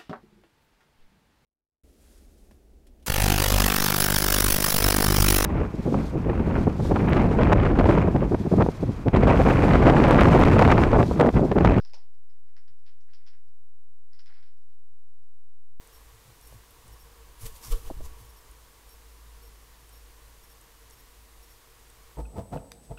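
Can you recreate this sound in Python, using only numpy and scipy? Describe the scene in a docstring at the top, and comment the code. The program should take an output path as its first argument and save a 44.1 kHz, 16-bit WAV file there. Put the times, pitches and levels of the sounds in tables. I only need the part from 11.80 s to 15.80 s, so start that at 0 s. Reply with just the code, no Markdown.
"""Sharp little ticks and one knock: close to the microphone a small bird climbs about a wooden play stand
in a quiet room. Beak and claws tick on perches and toys, one toy knocks on the wood, another rings faintly,
and feet scrape through dry litter in showers of tiny contacts. The walls answer briefly. Far down lie
a pulsing electrical hum, a thin wavering whine and microphone hiss."""
import sys
import numpy as np
from scipy import signal
from scipy.fft import rfft, irfft
from scipy.io import wavfile
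from scipy.ndimage import map_coordinates

SR = 44100
rng = np.random.default_rng(int(sys.argv[2]) if len(sys.argv) > 2 else 0)


def wav_out(sig):
    """Save sig, one row per channel (or a flat mono array), as 16-bit PCM at SR to the path in sys.argv[1]."""
    wavfile.write(sys.argv[1], SR, np.round(np.clip(np.atleast_2d(sig).T, -1, 1) * 32767).astype(np.int16))


N = 176400

# beak and claw ticks: t/s, woody body/dB, dry rasp/dB, bright click/dB, room send/dB
BEAK_AND_CLAW_TICKS = [(.011, -81, -73, -58, -25), (0.041, -72, -71, -69, 12),
                       (0.0503, -55, -65, -44.5, -9.5), (0.0754, -72, -64, -54, -9),
                       (.098, -60, -80, -57, -9), (0.337, -71, -75.5, -71.5, -0.5),
                       (.424, -74.5, -79, -88, -4), (0.498, -68, -73, -65, -1),
                       (0.7668, -53.5, -60.5, -54, -1.5), (0.8789, -62, -65.5, -62, -0.5),
                       (.882, -63, -59.5, -62, -11), (1.066, -78, -55.5, -61, -1),
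                       (1.08, -61.5, -63, -80, 0), (1.168, -75, -81, -87, 5.5), (1.201, -80, -77.5, -77, 9),
                       (1.283, -64.5, -80, -87, 1.5), (1.295, -76.5, -80, -87, 11),
                       (1.313, -67, -69, -77, 0.5), (1.335, -57.5, -55.5, -55, -3.5),
                       (1.339, -65, -59, -54, 0), (1.39, -64, -84, -78, -2), (1.46, -66.5, -66, -66, 7.5),
                       (1.4655, -62.5, -59, -52, -0.5), (1.475, -60.5, -60, -59, 3.5),
                       (1.535, -60.5, -72, -70, -2.5), (1.55, -60.5, -79, -69, -8.5),
                       (1.675, -76, -78.5, -75, 2), (2.333, -63.5, -63, -52, -3),
                       (2.379, -69.5, -69, -82, 2.5), (2.391, -57.5, -56.5, -52, -2),
                       (2.395, -55.5, -55, -50, -5.5), (2.4603, -58, -56, -54.5, 0.5),
                       (2.479, -55.5, -62, -60, -2), (2.4925, -56.5, -63, -67, -2),
                       (2.499, -53, -62, -75, -3), (2.5252, -50.5, -61, -64, -12),
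                       (2.532, -73, -70, -67.5, 9), (2.628, -59, -60, -61, -2.5),
                       (2.636, -84, -66, -72, -10), (2.725, -70, -88, -78, -2), (2.81, -83, -85, -84, 8),
                       (2.89, -78, -79, -78, 1.5), (2.928, -82, -68, -86, -8), (3.376, -75, -86, -78, -4),
                       (3.424, -80.5, -93, -84, 5.5)]
# hollow thuds of the wooden tray: t/s, level/dB
TRAY_THUDS = [(.051, -59.5), (.1356, -45), (2.4925, -63.5), (2.502, -67), (2.578, -69)]
# snaps of dry splinters: t/s, level/dB
SPLINTER_SNAPS = [(.1352, -54), (1.207, -68), (1.224, -72), (1.333, -82), (2.395, -73)]
# foot strokes through the litter: t/s, length/s, woody body/dB, bright click/dB
FOOT_SCRAPES = [(0, 0.043, -79.5, -66.5), (0.039, 0.08, -78.5, -70), (.54, .04, -85, -93),
                (0.655, 0.045, -80.5, -85), (0.965, 0.056, -89.5, -86.5), (1.056, 0.049, -77, -76),
                (1.399, 0.031, -78, -88), (2.31, 0.048, -77, -84), (2.538, 0.068, -69, -76.5),
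                (2.606, 0.094, -77, -79.5), (2.765, 0.017, -86.5, -84.5), (2.895, 0.02, -83.5, -91)]
# soft low bumps: t/s, f/Hz, level/dB
LOW_BUMPS = [(0.039, 219, -77), (0.229, 224, -79), (1.334, 210, -83), (1.439, 155, -84), (2.294, 251, -79),
             (2.324, 202, -75.5)]
# a toy is brushed: t/s, level/dB
TOY_TOUCHES = [(0.7656, -85), (1.4654, -86)]
# its modes: f/Hz, level/dB, T60/s
TOY_MODES = [(2240, -0.5, 1.2), (5000, -5, 1.2), (5470, 0.5, 1.2)]
# spectra of the contacts: f/Hz, level/dB
WOODY_BODY = [(200, -40.5), (450, -20.5), (800, -9), (1050, -5), (1220, -7), (1420, -1.5), (1620, 0),
              (1780, -2.5), (1950, 1.5), (2150, -3.5), (2500, -7), (3200, -15), (5000, -42)]
DRY_RASP = [(1200, -34.5), (2300, -4), (3100, -2), (3700, -2), (4400, -1.5), (5000, -5), (6200, -19),
            (10000, -51)]
BRIGHT_CLICK = [(1500, -37.5), (2600, -31), (3800, -17.5), (4600, -4), (5150, 1.5), (5650, -5), (6200, -17),
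                (7400, -24), (9000, -34), (14000, -51.5)]
HOLLOW_TRAY = [(100, -28), (250, -16.5), (450, -7.5), (650, -5.5), (800, 0), (950, -2.5), (1100, -5),
               (1400, -21.5), (2500, -42)]
THIN_SNAP = [(3000, -46), (5500, 5), (6600, 0.5), (8000, -13), (10000, -17), (14000, -34)]
# decay of the room: f/Hz, T60/s
ROOM_DECAY = [(300, 0.52), (1000, 0.38), (2500, 0.46), (5000, .33), (10000, 0.21)]
# steady tones beside the hum: f/Hz, level/dB
HUM_TONES = [(46.8, -86.5), (78.3, -84.5), (113.9, -94), (121.6, -91), (172.3, -99), (215.3, -106)]
# noise spectra of the electronics and the microphone: f/Hz, level/dB
MURMUR_SPECTRUM = [(20, -2.5), (60, -8), (100, 2), (150, -2), (200, -22.5), (235, -21), (270, -4),
                   (320, -4), (380, -8), (480, -22.5), (900, -51)]
HISS_SPECTRUM = [(260, -28.5), (450, -4.5), (750, -7.5), (1200, -11.5), (1900, -12.5), (3300, -13.5),
                 (4600, -13.5), (5130, -6), (6200, -15), (7300, -9), (8200, -12.5), (9900, -9),
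                 (10900, -5.5), (12000, -6), (13500, -3.5), (14300, -8.5), (15000, -19.5)]

BODY_T60_S, CLICK_T60_S = 0.006, 0.004
BIRD_GAIN_DB = -3.5  # on ticks, knock, snaps, thuds and scrapes together


def ticks():
    """Close up, each touch of beak or claw has a woody body, a dry rasp and a bright click."""
    out = np.zeros(N)
    for start, body_db, rasp_db, click_db, room_db in BEAK_AND_CLAW_TICKS:
        add(out, start, contact(WOODY_BODY, BODY_T60_S, body_db, room_db))
        add(out, start, contact(DRY_RASP, CLICK_T60_S, rasp_db, room_db))
        add(out, start, contact(BRIGHT_CLICK, CLICK_T60_S, click_db, room_db))
    return out


def contact(spectrum, t60, db, room_db=0):
    """A spike and a brief rough crack ring the object, then the room answers."""
    t = np.arange(SR // 50) / SR
    resonance = ring(spectrum)
    crack = rng.standard_normal(len(t)) * fade(t, t60)
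    crack[0] = 1.16 * np.linalg.norm(crack) * rng.choice([-1, 1])  # clean first impact
    direct = signal.fftconvolve(crack, resonance)
    out = signal.fftconvolve(room(room_db), resonance / np.linalg.norm(resonance))
    add(out, 0, direct / np.linalg.norm(direct))
    return amp(db) * out * np.sqrt(SR / 1000)  # db: direct energy spread over 1 ms


def toy_knock(start=0.1352):
    """A toy strikes the wood once, harder and longer than a tick."""
    out = np.zeros(N)
    for spectrum, db in [(WOODY_BODY, -51.5), (DRY_RASP, -49.5), (BRIGHT_CLICK, -43)]:
        add(out, start, contact(spectrum, t60=0.008, db=db))
    return out


def tray_thuds():
    """Heavier contacts make the tray sound hollow."""
    out = np.zeros(N)
    for start, db in TRAY_THUDS:
        add(out, start, contact(HOLLOW_TRAY, t60=0.024, db=db))
    return out


def splinter_snaps():
    """Dry splinters give way with a thin, high snap."""
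    out = np.zeros(N)
    for start, db in SPLINTER_SNAPS:
        add(out, start, contact(THIN_SNAP, CLICK_T60_S, db))
    return out


def foot_scrapes(grains_per_s=420, spread_db=2.5, edge_s=0.011):
    """A foot drags through the litter: a shower of tiny contacts of uneven size."""
    out, t = np.zeros(N), np.arange(SR // 4) / SR
    for start, length, body_db, click_db in FOOT_SCRAPES:
        stroke = np.clip(np.minimum(t, length - t) / edge_s + 0.5, 0, 1)
        hits = rng.random(len(t)) < grains_per_s / SR
        grains = hits * amp(spread_db * rng.standard_normal(len(t)))
        rasp_db = (body_db + click_db) / 2 - 2.5
        rustle = np.zeros(len(t))
        for spectrum, db in [(WOODY_BODY, body_db), (DRY_RASP, rasp_db), (BRIGHT_CLICK, click_db)]:
            kicks = grains * rng.choice([-1, 1], len(t))
            ringing = signal.fftconvolve(kicks, ring(spectrum))[:len(t)]
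            rustle += stroke * amp(db) * unit(ringing)
        add(out, start, rustle)
        add(out, start, signal.fftconvolve(rustle, room(-3.5)))  # echo as strong as the direct sound
    return out


def low_bumps(length_s=0.049, sag_hz_per_s=320):
    """Soft low bumps swell and fade as their pitch sinks."""
    out, t = np.zeros(N), np.arange(int(length_s * SR)) / SR
    swell = np.sin(np.pi * t / length_s) ** 2
    for start, hz, db in LOW_BUMPS:
        sinking_hz = hz - sag_hz_per_s * (t - length_s / 2)
        phase = 2 * np.pi * np.cumsum(sinking_hz) / SR
        add(out, start, amp(db) * swell * np.sin(phase))
    return out


def toy_jingle():
    """A few thin modes of a brushed toy outlast the tick that set them off."""
    out, t = np.zeros(N), np.arange(SR) / SR
    for start, db in TOY_TOUCHES:
        for hz, mode_db, t60 in TOY_MODES:
            add(out, start, amp(db + mode_db) * fade(t, t60) * np.sin(2 * np.pi * hz * t))
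    return out


def room(send_db, gain_db=3.5, wall_delay_s=0.006):
    """Nearby walls answer with dense early reflections and a tail that dies band by band."""
    hz, t, bands = signal.stft(rng.standard_normal(SR // 2), SR, nperseg=256)
    early = amp(3) * fade(t, t60=0.079)
    late = fade(t, along(ROOM_DECAY, hz)[:, None])
    echo = signal.istft(bands * (early + late), SR)[1]
    echo = amp(gain_db + send_db) * echo / np.linalg.norm(echo)
    return np.pad(echo, (int(wall_delay_s * SR), 0))


def electrical_hum(hum_hz=93.7, pulse_hz=7.62, throb_hz=110.3, throb_rate_hz=4.98):
    """Behind the bird a hum pulses in level and pitch, with a slower throb and faint steady tones."""
    t = np.arange(N) / SR
    beat = 2 * np.pi * pulse_hz * (t - 0.124)
    pulse = 1 + 0.51 * np.tanh(2.2 * np.cos(beat))  # rounded square wave
    hum = amp(-73.5) * unit(pulse * np.sin(2 * np.pi * hum_hz * t + 0.75 * np.sin(beat)))
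    gate = np.exp(9.4 * np.cos(2 * np.pi * throb_rate_hz * (t - 0.112)))  # narrow peaks
    throb = amp(-86.5) * unit(gate * np.sin(2 * np.pi * throb_hz * t))
    tones = sum(amp(db) * unit(np.sin(2 * np.pi * (hz * t + rng.random()))) for hz, db in HUM_TONES)
    return hum + throb + tones


def electrical_whine(start_hz=10950, sag_hz_per_s=28, waver_hz=85, sway_rate_hz=12.5):
    """A thin whine, barely there, wavers and slowly sinks."""
    t = np.arange(N) / SR
    sway = np.sin(2 * np.pi * sway_rate_hz * t + wobble(7.9))
    jitter = wobble(110)
    hz = start_hz - sag_hz_per_s * t + waver_hz * (sway + jitter)
    flicker = amp(1.4 * wobble(150))
    return amp(-90.5) * unit(flicker * np.sin(2 * np.pi * np.cumsum(hz) / SR))


def noise_floor():
    """The electronics murmur unevenly under the steady hiss of the microphone."""
    swell = amp(2.5 * wobble(20))
    murmur = amp(-85) * unit(swell * noise(MURMUR_SPECTRUM))
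    hiss = amp(-83.5) * noise(HISS_SPECTRUM)
    return murmur + hiss


def amp(db):
    """Decibels to gain."""
    return 10 ** (np.asarray(db) / 20)


def unit(x):
    """Scale to rms 1."""
    return x / np.sqrt(np.mean(x ** 2) + 1e-30)


def along(points, hz):
    """(Hz, value) points on a log axis."""
    f, v = np.transpose(points)
    return np.interp(np.log(hz + 1), np.log(f + 1), v)


def wobble(rate):
    """A smooth random curve, rate knots a second."""
    return map_coordinates(rng.standard_normal(int(N * rate / SR) + 4), [np.arange(N) * rate / SR])


def fade(t, t60):
    """Exponential decay, 60 dB in t60."""
    return np.exp(-np.log(1000) * t / t60)


def noise(spectrum):
    """Steady coloured noise of rms 1."""
    return unit(irfft(rfft(rng.standard_normal(N)) * amp(along(spectrum, np.fft.rfftfreq(N, 1 / SR))), N))


def ring(spectrum, size=1024):
    """Causal impulse response with the given colour."""
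    c = irfft(np.log(amp(along(spectrum, np.fft.rfftfreq(size, 1 / SR)))))
    c[1:size // 2] *= 2
    c[size // 2 + 1:] = 0
    return irfft(np.exp(rfft(c)))


def add(out, s, x):
    """Mix x into out at time s."""
    part = out[max(0, round(s * SR)):][:len(x)]
    part += x[:len(part)]


def scene():
    """One microphone near the stand: the bird in front, hum, whine and hiss far below."""
    bird = ticks() + toy_knock() + tray_thuds() + splinter_snaps() + foot_scrapes()
    foreground = amp(BIRD_GAIN_DB) * bird + low_bumps() + toy_jingle()
    background = electrical_hum() + electrical_whine() + noise_floor()
    return (foreground + background)[None]


def record(dry):
    """The recorder cuts the top and rests slightly off zero."""
    top_hz, dc_offset = 15000, -0.0335
    passband = np.fft.rfftfreq(N, 1 / SR) < top_hz
    return irfft(rfft(dry) * passband, N) + dc_offset


dry = scene()
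out = record(dry)
wav_out(out)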